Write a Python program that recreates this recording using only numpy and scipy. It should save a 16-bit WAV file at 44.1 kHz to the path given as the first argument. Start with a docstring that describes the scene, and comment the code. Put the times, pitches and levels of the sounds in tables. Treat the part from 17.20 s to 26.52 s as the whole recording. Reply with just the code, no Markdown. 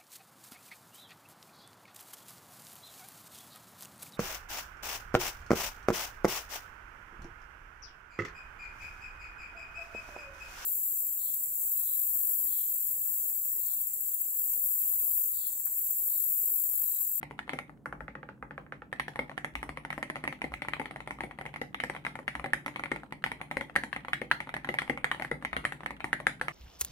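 """A small quiet room, two microphones just beside the edge of a foam-damped mechanical keyboard, 9.3 s.
A faint hum of air runs throughout; at once letters are typed fast, each a scuff, then ringing cap, plate and case
with a thin click and a later faint tick, and the deeper thock of the space bar falls among them.
From 0.66 to 1.62 s one far key is tapped in a dull run; from 1.73 s the fast typing resumes to the end.
Low desk modes boom under the blows, noise rumbles as the hands lean, and a decaying room tail follows each stroke."""
import sys
import numpy as np
from scipy import signal
from scipy.fft import rfft, irfft, next_fast_len
from scipy.io import wavfile

SR = 44100
rng = np.random.default_rng(int(sys.argv[2]) if len(sys.argv) > 2 else 0)


def dump_mix(stems):
    """Bounce the given channels to the path in sys.argv[1] as a 16-bit WAV at rate SR."""
    frames = np.atleast_2d(stems).T  # one column per channel
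    limited = np.clip(frames, -1, 1)  # hard clip at full scale
    pcm = np.round(limited * 32767).astype(np.int16)
    wavfile.write(sys.argv[1], SR, pcm)


N = 411012
T = np.arange(2048) / SR  # time axis of one short sound, s
BLOW_S = .007  # length over which a blow's level is reckoned
LEVEL_SCATTER_DB, PITCH_SCATTER = 2.5, .03  # usual mode-to-mode spread: dB, natural log of pitch
STROKE_SCATTER_DB = .5
MIC_SKEW_RAD = .2  # usual random phase of a mode at each microphone from 1200 Hz up
ORDINARY_KEY_DB, ORDINARY_BAR_DB, ORDINARY_FAR_DB = -35.5, -32, -38.5  # strength of an ordinary stroke
DEPTH_EDGE = -0.83  # a key that springs back has a harder edge: dB per dB of depth


def amp(db):
    """Decibels to gain."""
    return 10 ** (np.asarray(db) / 20)


def along(points, hz):
    """(Hz, value) points read on a log frequency axis."""
    point_hz, value = np.transpose(points)
    return np.interp(np.log(hz + 1), np.log(point_hz), value)


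def filtered(x, response):
    """Multiply the spectrum of x by a response of frequency."""
    size = x.shape[-1]
    padded = next_fast_len(size + 512)
    spectrum = rfft(x, padded) * response(np.fft.rfftfreq(padded, 1 / SR))
    return irfft(spectrum, padded)[..., :size]


def noise(spectrum, size):
    """Two unrelated coloured noises of rms 1."""
    x = filtered(rng.standard_normal((2, size)), lambda hz: amp(along(spectrum, hz)))
    return x / x.std()


def add(track, s, x):
    """Mix x into the track at time s, cut off at the track's end."""
    part = track[:, max(round(s * SR), 0):][:, :x.shape[-1]]
    part += x[..., :part.shape[-1]]


def blow(x, db):
    """Give a short sound the energy of db rms held for the length of a blow."""
    energy = np.mean(np.sum(x ** 2, -1))
    return amp(db) * x / np.sqrt(energy / (BLOW_S * SR))


def part_db(law, force_db):
    """Level of one part of a key for a stroke force_db stronger than ordinary."""
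    ordinary_db, growth = law
    return ordinary_db + growth * force_db + STROKE_SCATTER_DB * rng.standard_normal()


def balance(pan_db):
    """Gains of the left and right microphones, pan_db apart; above 0 the left is louder."""
    return amp([[pan_db / 2], [-pan_db / 2]])


# faint air hum in the room, spectrum: freq_hz [Hz], level_db [dB per Hz, relative]
HUM_SPECTRUM = [(20, -26), (55, -1), (90, -7), (140, 2), (280, 0), (450, -12), (1000, -22), (1500, -29),
                (2600, -45), (5000, -49), (8000, -45), (16000, -48)]


def room_tone(side_db=-9):
    """A faint low hum of air, shaped noise nearly alike at both microphones."""
    mid, side = amp(-57.0) * noise(HUM_SPECTRUM, N)
    side = amp(side_db) * side
    return np.array([mid + side, mid - side])


# contact noise spectra of the thin click and the hard edge: freq_hz [Hz], level_db [dB per Hz, relative]
CLICK_SPECTRUM = [(2500, -51), (4000, 10.5), (5000, 0), (6000, 1), (7200, 0), (8600, 4.5), (9600, 12),
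                  (10800, 2.5), (13000, -4), (16000, -24.5)]
EDGE_SPECTRUM = [(700, -20), (1300, 14), (2300, 1.5), (3100, 2), (4100, -8.5), (5200, -27), (9000, -34.5)]


def touch(db):
    """A fingertip brushes the loose cap just before the key lands: noise in 32 grains of random level."""
    grains = amp(3.5 * np.repeat(rng.standard_normal(32), len(T) // 32))
    scuff = noise(EDGE_SPECTRUM, len(T)) + amp(-19.5) * noise(CLICK_SPECTRUM, len(T))
    envelope = amp(-60 * T / 0.029) * (1 - np.exp(-T / 0.0013))
    return blow(scuff * grains * envelope, db)


def ring(modes, lag, scatter_db=LEVEL_SCATTER_DB, detune=PITCH_SCATTER, skew=MIC_SKEW_RAD):
    """Damped modes that swell, then decay; the right microphone hears them lag s later and skewed in phase."""
    hz, db, t60 = np.transpose(modes)[..., None]
    hz = hz * np.exp(detune * rng.standard_normal(hz.shape))
    t = np.maximum(T - np.array([0, lag])[:, None, None], 0)
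    age = np.log(1000) * t / t60
    size = amp(db + scatter_db * rng.standard_normal(hz.shape))
    # the skew shrinks toward the bass
    phase = skew * np.minimum(hz / 1200, 1) * rng.standard_normal((2, *hz.shape))
    waves = np.sin(2 * np.pi * hz * t + phase)
    return np.sum(size * age * np.exp(-age) * waves, 1)


def crack(spectrum, db, t60):
    """A burst of contact noise with a sharp rise and an exponential decay."""
    envelope = amp(-60 * T / t60) * (1 - np.exp(-T / 0.00019))
    return blow(noise(spectrum, len(T)) * envelope, db)


def switch(click_db, body_db, edge_db):
    """The switch's thin click, and the hard edge it lends to the body's ring, both contact noise."""
    click = crack(CLICK_SPECTRUM, click_db - .5, t60=0.0073)
    edge_level_db = body_db + 0.27 * (click_db - body_db) + edge_db
    return click + crack(EDGE_SPECTRUM, edge_level_db, t60=0.021)


# decay time of the small room's tail: freq_hz [Hz], t60_s [s]
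ROOM_T60 = [(200, 0.35), (600, 0.24), (2000, 0.22), (5000, 0.24), (10000, 0.22), (16000, 0.27)]
# colour of the tail: freq_hz [Hz], level_db [dB]
ROOM_COLOUR = [(150, -1.5), (400, 2), (900, 3), (1500, -4), (2200, 0.5), (3500, 2.5), (6000, 6),
               (10000, 4.5), (16000, 6)]
# correlation of the tail at the two microphones: freq_hz [Hz], likeness [-1 to 1]
ROOM_LIKENESS = [(250, 0.6), (600, 0.52), (1100, -0.26), (2000, -0.036), (4000, -0.063)]
# bright early reflections: delay_s [s, least delay], level_db [dB]
WALL_REFLECTIONS = [(.0074, -11.5), (.0086, -16.5), (.0098, -20)]


def in_room(x, wet_db):
    """A stroke with its bounce off the desk, early reflections and a diffuse decaying noise tail of its own."""
    hz, t, bands = signal.stft(rng.standard_normal((2, SR // 3)), SR, nperseg=256)
    # blend two unrelated noises to the wanted likeness in each band
    turn = np.arccos(np.clip(along(ROOM_LIKENESS, hz), -1, 1))[:, None] / 2
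    mid, side = bands[0] * np.cos(turn), bands[1] * np.sin(turn)
    tail_db = -60 * t / along(ROOM_T60, hz)[:, None] + along(ROOM_COLOUR, hz)[:, None]
    tail = signal.istft(np.array([mid + side, mid - side]) * amp(tail_db), SR, nperseg=256)[1]
    tail *= 1 - np.exp(-(np.arange(tail.shape[1]) / SR / 0.0031) ** 2)  # soft onset
    tail = amp(wet_db) * tail / np.linalg.norm(tail[0])
    # the louder side drives the tail, at the level of both
    source = x[np.argmax(x.std(1))]
    source = source * x.std() / source.std()
    out = signal.fftconvolve(source[None], tail, axes=1)
    add(out, 0, x)
    add(out, rng.uniform(0.001174, 0.0039), amp(-9.5) * x)  # desk bounce
    wall_colour = [(500, 1.5), (2000, -9.5), (8000, 3.0)]  # Hz, dB
    bright = filtered(x, lambda hz: amp(along(wall_colour, hz)))
    for delay, db in WALL_REFLECTIONS:
        add(out, delay + rng.uniform(0, .0008), amp(db) * bright)
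    return out


# how each part answers a stroke: (dB at an ordinary stroke, dB gained per dB of strength)
# the foam holds back plate and case, so hard strokes are brighter
CAP_LAW, PLATE_LAW = (-35.5, 1.076), (-38, 0.41)
CASE_LAW, CLICK_LAW = (-46, 0.31), (-56, 0.99)
PLATE_HZ, PLATE_SPREAD = 1043, 0.054  # the plate's note; its spread per stroke, natural log
PLATE_PAN_DB, PLATE_LAG_S = 2.5, .00012  # the plate sounds from one place, whichever key is struck
EDGE_DB, EDGE_GROWTH = -2, -0.023  # hard edge of an ordinary letter; dB per dB of strength
WET_DB, WET_GROWTH = -2, -0.0093  # room level of an ordinary letter; strong strokes are near ones and drier
DEPTH_CASE, DEPTH_PLATE, DEPTH_CLICK = 1.1, 0.35, 0.35  # bottoming out thuds and clicks: dB per dB of depth
TOUCH_DB, TOUCH_GROWTH = -60, 0.22  # scuff before an ordinary letter; dB per dB of strength
# the right microphone hears a cap later, more so for keys on the right and for the rows of higher caps
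CAP_LAG_S, LAG_S_PER_DB, LAG_S_PER_HZ, MIDDLE_CAP_HZ = .000145, .000008, .00000015, 2050
# ring modes of the case: pitch_hz [Hz], level_db [dB, relative], t60_s [s]
CASE_MODES = [(298.4, -5.5, 0.013), (457, 1.5, 0.0055), (584, -4, 0.019)]
# letter strokes: start_s [s], strength_db [dB],
# depth_db [dB, above 0 bottoming out on the foam, below 0 springing back],
# pitch_hz [Hz, the reference for the cap's modes], pan_db [dB, above 0 to the left]
LETTER_STROKES = [(0.0298, -37.5, 1.5, 2140, -2), (0.1101, -46.5, 1.5, 2140, 8),
                  (0.191, -35.5, -6.0, 1990.0, -2), (0.2785, -50, -5, 2000, 2),
                  (0.2934, -32.5, -4, 1980, -2.5), (0.3884, -32.5, 1, 2090, -2.0),
                  (0.4953, -55, 0.5, 1800, 12), (1.7278, -34, -2, 1967, 0), (1.7975, -26, -2.5, 1990, 0),
                  (1.8817, -36, 0.5, 1820, 1), (1.9584, -38, 0.5, 1980.0, 0),
                  (2.0957, -43.0, -0.0, 1950, 6), (2.1153, -49, 1, 2000, 0), (2.1782, -33, -0.5, 1910, -5),
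                  (2.2461, -30.5, 3, 1960, -4), (2.3537, -32, -1.5, 2250, 4), (2.4294, -35, 3.5, 2020, -1),
                  (2.492, -38.5, 3, 2130, 4), (2.573, -37.5, 2.5, 2100, 3), (2.65, -37.5, 1.5, 1967, 0),
                  (2.704, -34, -3.5, 2210, -3.5), (2.7282, -35, -3, 2040, 5), (2.779, -40.5, 9.5, 1980, 11),
                  (2.828, -30, 4.5, 1990.0, -2.5), (2.9, -32.5, 6.0, 2000, 0.5), (2.957, -37, 2.0, 2120, 3),
                  (2.9659, -40.5, 0, 2020, 1), (3.0397, -34, 8, 2020, 0), (3.0516, -42, -1, 2000, 4),
                  (3.0768, -29.0, 4.5, 2180, -0.5), (3.126, -38.5, -1, 2140, 7),
                  (3.2177, -32.5, 1.5, 2180, 0), (3.3202, -48.0, 3, 2000, 2),
                  (3.339, -33, -1.5, 2190.0, -2), (3.4203, -33.5, 1.5, 2130.0, 5.5),
                  (3.4494, -45, -2.0, 2240, 1.0), (3.4851, -32, 2, 2130, -1), (3.535, -32.5, -8, 2270, 7.5),
                  (3.5671, -51, 0, 2000, 0), (3.6156, -40.0, 2, 1990, 0), (3.6573, -38.5, -4, 2080.0, 3),
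                  (3.7102, -40.5, -2.5, 2080, 0), (3.7605, -40.5, 0.5, 1970, 0),
                  (3.8044, -41.5, -3.5, 2080, 3), (3.8749, -37.5, 2.5, 2000.0, 2.0),
                  (3.908, -34, 1, 2120.0, -1.0), (3.987, -50.0, 0, 2000, -2),
                  (4.0066, -32.5, 2.5, 2090, 2.5), (4.111, -46, -3, 2030.0, 6), (4.1876, -41, 1, 2000, 3.0),
                  (4.2119, -38.5, 0.5, 2050, 1), (4.2543, -44.0, 1, 2000, 0), (4.2628, -38.5, 0, 2190, 6),
                  (4.3405, -41.5, -4.5, 2330, -4), (4.3608, -37.5, -3, 1970, 1),
                  (4.545, -34, -3, 2060, -1.5), (4.6012, -33, -7.5, 2220, 6.5),
                  (4.6374, -29.5, 5.5, 1980, -2.5), (4.6981, -33.5, 6.5, 2110, 6),
                  (4.7497, -41, 0, 2050, -0.5), (4.764, -40, -4, 2200, 5), (4.8499, -34, -2.5, 2240, 6),
                  (4.866, -31.5, -7.5, 2150, 0.5), (4.955, -39, 2.0, 1980, 3),
                  (4.9901, -44.5, 7.5, 1950, 11), (5.0795, -29.5, -2.5, 2140, 3),
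                  (5.1525, -34.5, -1.5, 2000.0, -1), (5.1965, -39.5, 1.5, 2140, 4.5),
                  (5.26, -37.0, 5, 1900, -2), (5.3339, -22.5, 5, 1930, -1), (5.4616, -31, 1, 2050, -1.5),
                  (5.48, -35.5, 3, 2150, -1.5), (5.5602, -35, -1, 2340, 3.0), (5.5952, -35, 2, 2120, -1.0),
                  (5.637, -32.5, 2, 2210, -2), (5.6579, -40.5, -4, 2320, 7), (5.761, -38, -1, 2160.0, -1),
                  (5.834, -48.5, -2.5, 1700, -6), (5.9242, -38.5, 6.5, 2110, -2),
                  (6.04, -26, -3, 1990.0, 0), (6.0629, -33.5, 1, 2160, -0.0),
                  (6.1172, -33, 3.5, 2100, -1.0), (6.2048, -59, -1, 2000, 0), (6.2142, -35.5, 2, 2200.0, 1),
                  (6.3123, -33.5, 3.5, 2150, -0.5), (6.3698, -33, 12.5, 2070, 15.5),
                  (6.497, -51.5, -8, 1930.0, 11), (6.5554, -34, 0, 1980.0, 5),
                  (6.5617, -20.5, 5.5, 1920, 1), (6.6364, -31.5, 4.5, 1890, 1), (6.729, -31.5, -6, 1940, 9),
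                  (6.763, -33.5, -0.5, 2150, -0.5), (6.8486, -43.5, -2, 2030, -7),
                  (6.8833, -38, -0.5, 2160, -0.0), (6.9327, -25.5, -1.5, 2050, -2),
                  (7.1134, -20.5, -6, 1800.0, -2.5), (7.204, -33, 1.0, 2140, 0.5),
                  (7.2725, -50, -1, 2000, 0), (7.2919, -39.5, -3, 2220, -3), (7.3407, -31.0, 0, 1940, -3.5),
                  (7.3659, -34, 2, 1950, -2.5), (7.4461, -37.5, -4.5, 1820, -6), (7.4734, -46, 0, 1880, -3),
                  (7.541, -32.5, 4.5, 2140, -1.5), (7.5869, -25.5, -4, 2030, 0.5),
                  (7.619, -34, 2.5, 2017, 0), (7.6779, -44, -4, 2170, 5), (7.775, -37, 1, 2230, -2),
                  (7.8439, -24.5, 0, 1980, -3), (7.9148, -27.5, -5.5, 1930, -2.5),
                  (7.9464, -40, 1, 1870, -2), (7.9978, -39.5, 7, 2130.0, 12), (8.013, -46, -4, 2000, 5),
                  (8.0222, -32, 1, 2170.0, 2), (8.0479, -34.5, 0.5, 1880, -1.0),
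                  (8.225, -44, 1, 1820, -0.0), (8.249, -30, -1, 2060, -2), (8.3306, -33.5, -4.5, 2130, 4),
                  (8.4423, -45, -2, 2000, 3), (8.4515, -25, 3, 2010, 2.5), (8.5224, -35.0, 1, 1890, 1),
                  (8.6064, -46, -4, 1970, -0.5), (8.634, -44.5, -1, 1740, -1), (8.661, -31, -1.5, 2010, -7),
                  (8.707, -38, 3.5, 2120.0, -2), (8.8044, -41, -6.5, 2310.0, 4),
                  (8.8432, -30.5, 7, 2020, 1), (8.9301, -23.5, 4, 1850, -3), (9.0017, -39, 3, 1990.0, 5),
                  (9.0683, -20.5, 5.5, 1930, 4.5), (9.2131, -28.0, 4, 1772, -1.5),
                  (9.283, -29, -4, 2054, 0.5)]


def letter_keys():
    """Strength and depth drive ringing cap, plate and case and a switch; loud keys are near, fuller in the cap."""
    out = np.zeros((2, N))
    for start_s, strength_db, depth_db, cap_hz, pan_db in LETTER_STROKES:
        force_db = strength_db - ORDINARY_KEY_DB
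        cap_db = part_db(CAP_LAW, force_db)
        plate_db = part_db(PLATE_LAW, force_db) + DEPTH_PLATE * depth_db
        case_db = part_db(CASE_LAW, force_db) + DEPTH_CASE * depth_db
        click_db = part_db(CLICK_LAW, force_db) + DEPTH_CLICK * depth_db
        edge_db = EDGE_DB + EDGE_GROWTH * force_db + DEPTH_EDGE * depth_db

        plate_hz = PLATE_HZ * np.exp(PLATE_SPREAD * rng.standard_normal())
        # where the key lies sets both balance and delay
        lag = CAP_LAG_S - LAG_S_PER_DB * pan_db + LAG_S_PER_HZ * (cap_hz - MIDDLE_CAP_HZ)
        lag = max(lag, 0)
        # modes: Hz, dB, s
        cap_modes = [(cap_hz * 0.93, 0, .0043), (cap_hz * 1.017, -18, .007),
                     (cap_hz * 0.823, -18 + 0.3 * force_db, .005)]
        plate_modes = [(plate_hz, 0, .0035), (plate_hz * 0.815, -7, .0065), (plate_hz * 1.268, -8.5, .005)]

        cap = blow(ring(cap_modes, lag, detune=PITCH_SCATTER / 2), cap_db)
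        plate = blow(ring(plate_modes, PLATE_LAG_S), plate_db)
        case = blow(ring(CASE_MODES, PLATE_LAG_S / 2, detune=2 * PITCH_SCATTER), case_db)
        snap = switch(click_db, cap_db, edge_db)
        stroke = cap * balance(pan_db - .8) + plate * balance(PLATE_PAN_DB) + case + snap * balance(pan_db=4.0)
        add(out, start_s, in_room(stroke, wet_db=WET_DB + WET_GROWTH * force_db))

        touch_db = TOUCH_DB + TOUCH_GROWTH * force_db + rng.normal(0, LEVEL_SCATTER_DB)
        add(out, start_s - rng.uniform(0.0069, 0.018), touch(touch_db))
    return out


# an ordinary letter's push on the desk; dB per dB of strength, of depth
DESK_PUSH_DB, DESK_GROWTH, DEPTH_DESK = -56.5, 0.34, 0.32
# low modes of the desk: pitch_hz [Hz], level_db [dB, relative], t60_s [s]
DESK_MODES = [(56.2, -1, 0.48), (130.3, -2, 0.52), (149, 5, 0.43), (199, 5.5, 0.16), (252.1, 2, 0.29),
              (294.7, 4.5, 0.24), (342, -3, 0.21)]


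def desk():
    """Every stroke sets the desk's low damped modes booming, the space bar most; the left is slightly louder."""
    out, t = np.zeros((2, N)), np.arange(SR // 2) / SR
    hz, db, t60 = np.transpose(DESK_MODES)[..., None]
    envelopes = amp(db - 60 * t / t60) * (1 - np.exp(-t / 0.0061))
    modes = envelopes * np.exp(2j * np.pi * hz * t)
    pushes = []
    for start_s, strength_db, depth_db, *_ in LETTER_STROKES:
        force_db = strength_db - ORDINARY_KEY_DB
        pushes.append((start_s, DESK_PUSH_DB + DESK_GROWTH * force_db + DEPTH_DESK * depth_db))
    pushes += [(start_s, strength_db - 17.0) for start_s, strength_db, _ in BAR_STROKES]
    pushes += [(start_s, strength_db - 17.0) for start_s, strength_db in FAR_TAPS]
    for start_s, push_db in pushes:
        # each push shares itself among the modes at random level and phase
        shares = amp(rng.normal(0, 1.9, len(DESK_MODES))) * np.exp(2j * np.pi * rng.random(len(DESK_MODES)))
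        add(out, start_s, amp(push_db) * (shares @ modes).real)
    return out * balance(pan_db=1.4)


def loose_caps():
    """Fingers lifting and moving on jiggle the caps: a faint switch-like tick 12 to 79 ms after each letter."""
    out = np.zeros((2, N))
    for start_s, *_ in LETTER_STROKES:
        tick_s = start_s + rng.uniform(0.012, 0.079)
        tick = in_room(switch(-19, 0, edge_db=5), wet_db=-8)
        add(out, tick_s, tick * amp(-62 + rng.normal(0, 3.6)))
    return out


# how the bar's parts answer: (dB at an ordinary stroke, dB gained per dB of strength)
BAR_THOCK_LAW, BAR_CAP_LAW, BAR_CLICK_LAW = (-32, 0.76), (-31.5, 1.06), (-53.5, 0.39)
# springing back, the bar is lighter and brighter: dB per dB of depth
BAR_DEPTH_THOCK, BAR_DEPTH_CAP, BAR_DEPTH_CLICK = 0.29, -0.13, -0.32
# modes of the bar's hollow body and of its cap: pitch_hz [Hz], level_db [dB, relative], t60_s [s]
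BAR_BODY_MODES = [(268.5, -5, 0.018), (371, -0.5, 0.01), (475, -4, 0.018), (814, -4.5, 0.018)]
BAR_CAP_MODES = [(1926, -1.5, 0.01), (2090, -2.5, 0.014)]
# space bar strokes: start_s [s], strength_db [dB], depth_db [dB, below 0 springing back]
BAR_STROKES = [(0.3332, -35.5, 0.5), (1.991, -30.5, 1.5), (3.2413, -35, 2.0), (3.597, -34, 1.5),
               (4.036, -38.5, 3.5), (4.415, -34, -0.5), (5.242, -34.5, 1), (5.7163, -30.5, -0.5),
               (6.41, -36.5, -6), (7.016, -34.5, 1), (7.489, -31, 0), (7.697, -27.0, 0.5),
               (8.114, -30.5, -0.5), (8.3658, -33, -9.5)]


def space_bar():
    """The long hollow bar's low modes thock; its far end lands about 3 ms after the first."""
    out = np.zeros((2, N))
    for start_s, strength_db, depth_db in BAR_STROKES:
        force_db = strength_db - ORDINARY_BAR_DB
        thock_db = part_db(BAR_THOCK_LAW, force_db) + BAR_DEPTH_THOCK * depth_db
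        cap_db = part_db(BAR_CAP_LAW, force_db)
        click_db = part_db(BAR_CLICK_LAW, force_db) + BAR_DEPTH_CLICK * depth_db
        stroke = blow(ring(BAR_BODY_MODES, .00004), thock_db)
        stroke += blow(ring(BAR_CAP_MODES, 0.00013), cap_db + BAR_DEPTH_CAP * depth_db)
        stroke += switch(click_db, cap_db, edge_db=DEPTH_EDGE * depth_db)
        add(stroke, rng.uniform(0.0028, 0.003), amp(-22.0) * stroke)  # the far end
        add(out, start_s, in_room(stroke * balance(pan_db=3.5), wet_db=-1.5))
    return out


# spectrum of the desk's rumble: freq_hz [Hz], level_db [dB per Hz, relative]
SWAY_SPECTRUM = [(25, -34), (40, -4), (55, 25.5), (72, 8.5), (110, -38), (200, -43)]
# the hands' weight nudging the desk: middle_s [s], level_db [dB, before a common 8.5 dB cut]
HAND_NUDGES = [(0.708, -50), (0.829, -45), (1.26, -50), (1.41, -52), (2.391, -40), (2.52, -44.5),
               (3.36, -42.5), (5.18, -43), (8.369, -42.5)]


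def hands():
    """Soft, deep swells of rumbling noise as the hands lean on the desk, alike at both microphones."""
    out = np.zeros((2, N))
    swell = np.hanning(int(.16 * SR))
    for middle_s, db in HAND_NUDGES:
        lump = swell * noise(SWAY_SPECTRUM, len(swell))[0]
        add(out, middle_s - len(swell) / SR / 2, amp(db - 8.5) * lump / lump.std())
    return out


FAR_CLICK_LAW = (-73, 4.1)  # dB at an ordinary tap, dB gained per dB of strength
# modes of the far key's body: pitch_hz [Hz], level_db [dB, relative], t60_s [s]
FAR_BODY_MODES = [(214, -13, 0.0078), (530, 1, 0.012), (867, -3, 0.019), (1444, 12, 0.0036),
                  (1723, 4, 0.005)]
# one far key tapped over and over: start_s [s], strength_db [dB]
FAR_TAPS = [(0.6581, -35), (0.726, -37.5), (0.8062, -38), (0.881, -40.5), (0.9532, -40), (1.0306, -42),
            (1.0893, -40), (1.177, -65), (1.2262, -39), (1.309, -41), (1.3791, -39), (1.465, -54.5),
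            (1.5229, -38), (1.6202, -44.0)]


def far_key():
    """One key tapped in one place: nearly the same dull ringing knock; only the firmest taps click."""
    out = np.zeros((2, N))
    rattle_spectrum = [(300, -19), (600, 2.5), (1900, 10), (2600, -4.5), (4200, -35), (6000, -57)]  # Hz, dB
    for start_s, knock_db in FAR_TAPS:
        click_db = part_db(FAR_CLICK_LAW, knock_db - ORDINARY_FAR_DB)
        body = ring(FAR_BODY_MODES, .00006, scatter_db=LEVEL_SCATTER_DB / 2, detune=PITCH_SCATTER / 2, skew=0.14)
        knock = blow(body, knock_db)
        knock += crack(rattle_spectrum, knock_db - 5.0, t60=0.018)  # the cap rattles on its stem
        click = crack(CLICK_SPECTRUM, click_db, t60=0.0081)
        add(out, start_s, in_room(knock + click, wet_db=-0.3))
    return out


def scene():
    """Keys, desk and room together."""
    keys = letter_keys() + space_bar() + far_key() + loose_caps()
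    return keys + desk() + hands() + room_tone()


TOP_HZ, LOW_CUT_HZ = 16200, 37


def record(dry):
    """The recorder sheds the deepest rumble and keeps nothing above its band limit."""
    def response(hz):
        return (hz < TOP_HZ) * hz ** 2 / np.hypot(hz ** 2, LOW_CUT_HZ ** 2)
    return filtered(dry, response)


dry = scene()
out = record(dry)
dump_mix(out)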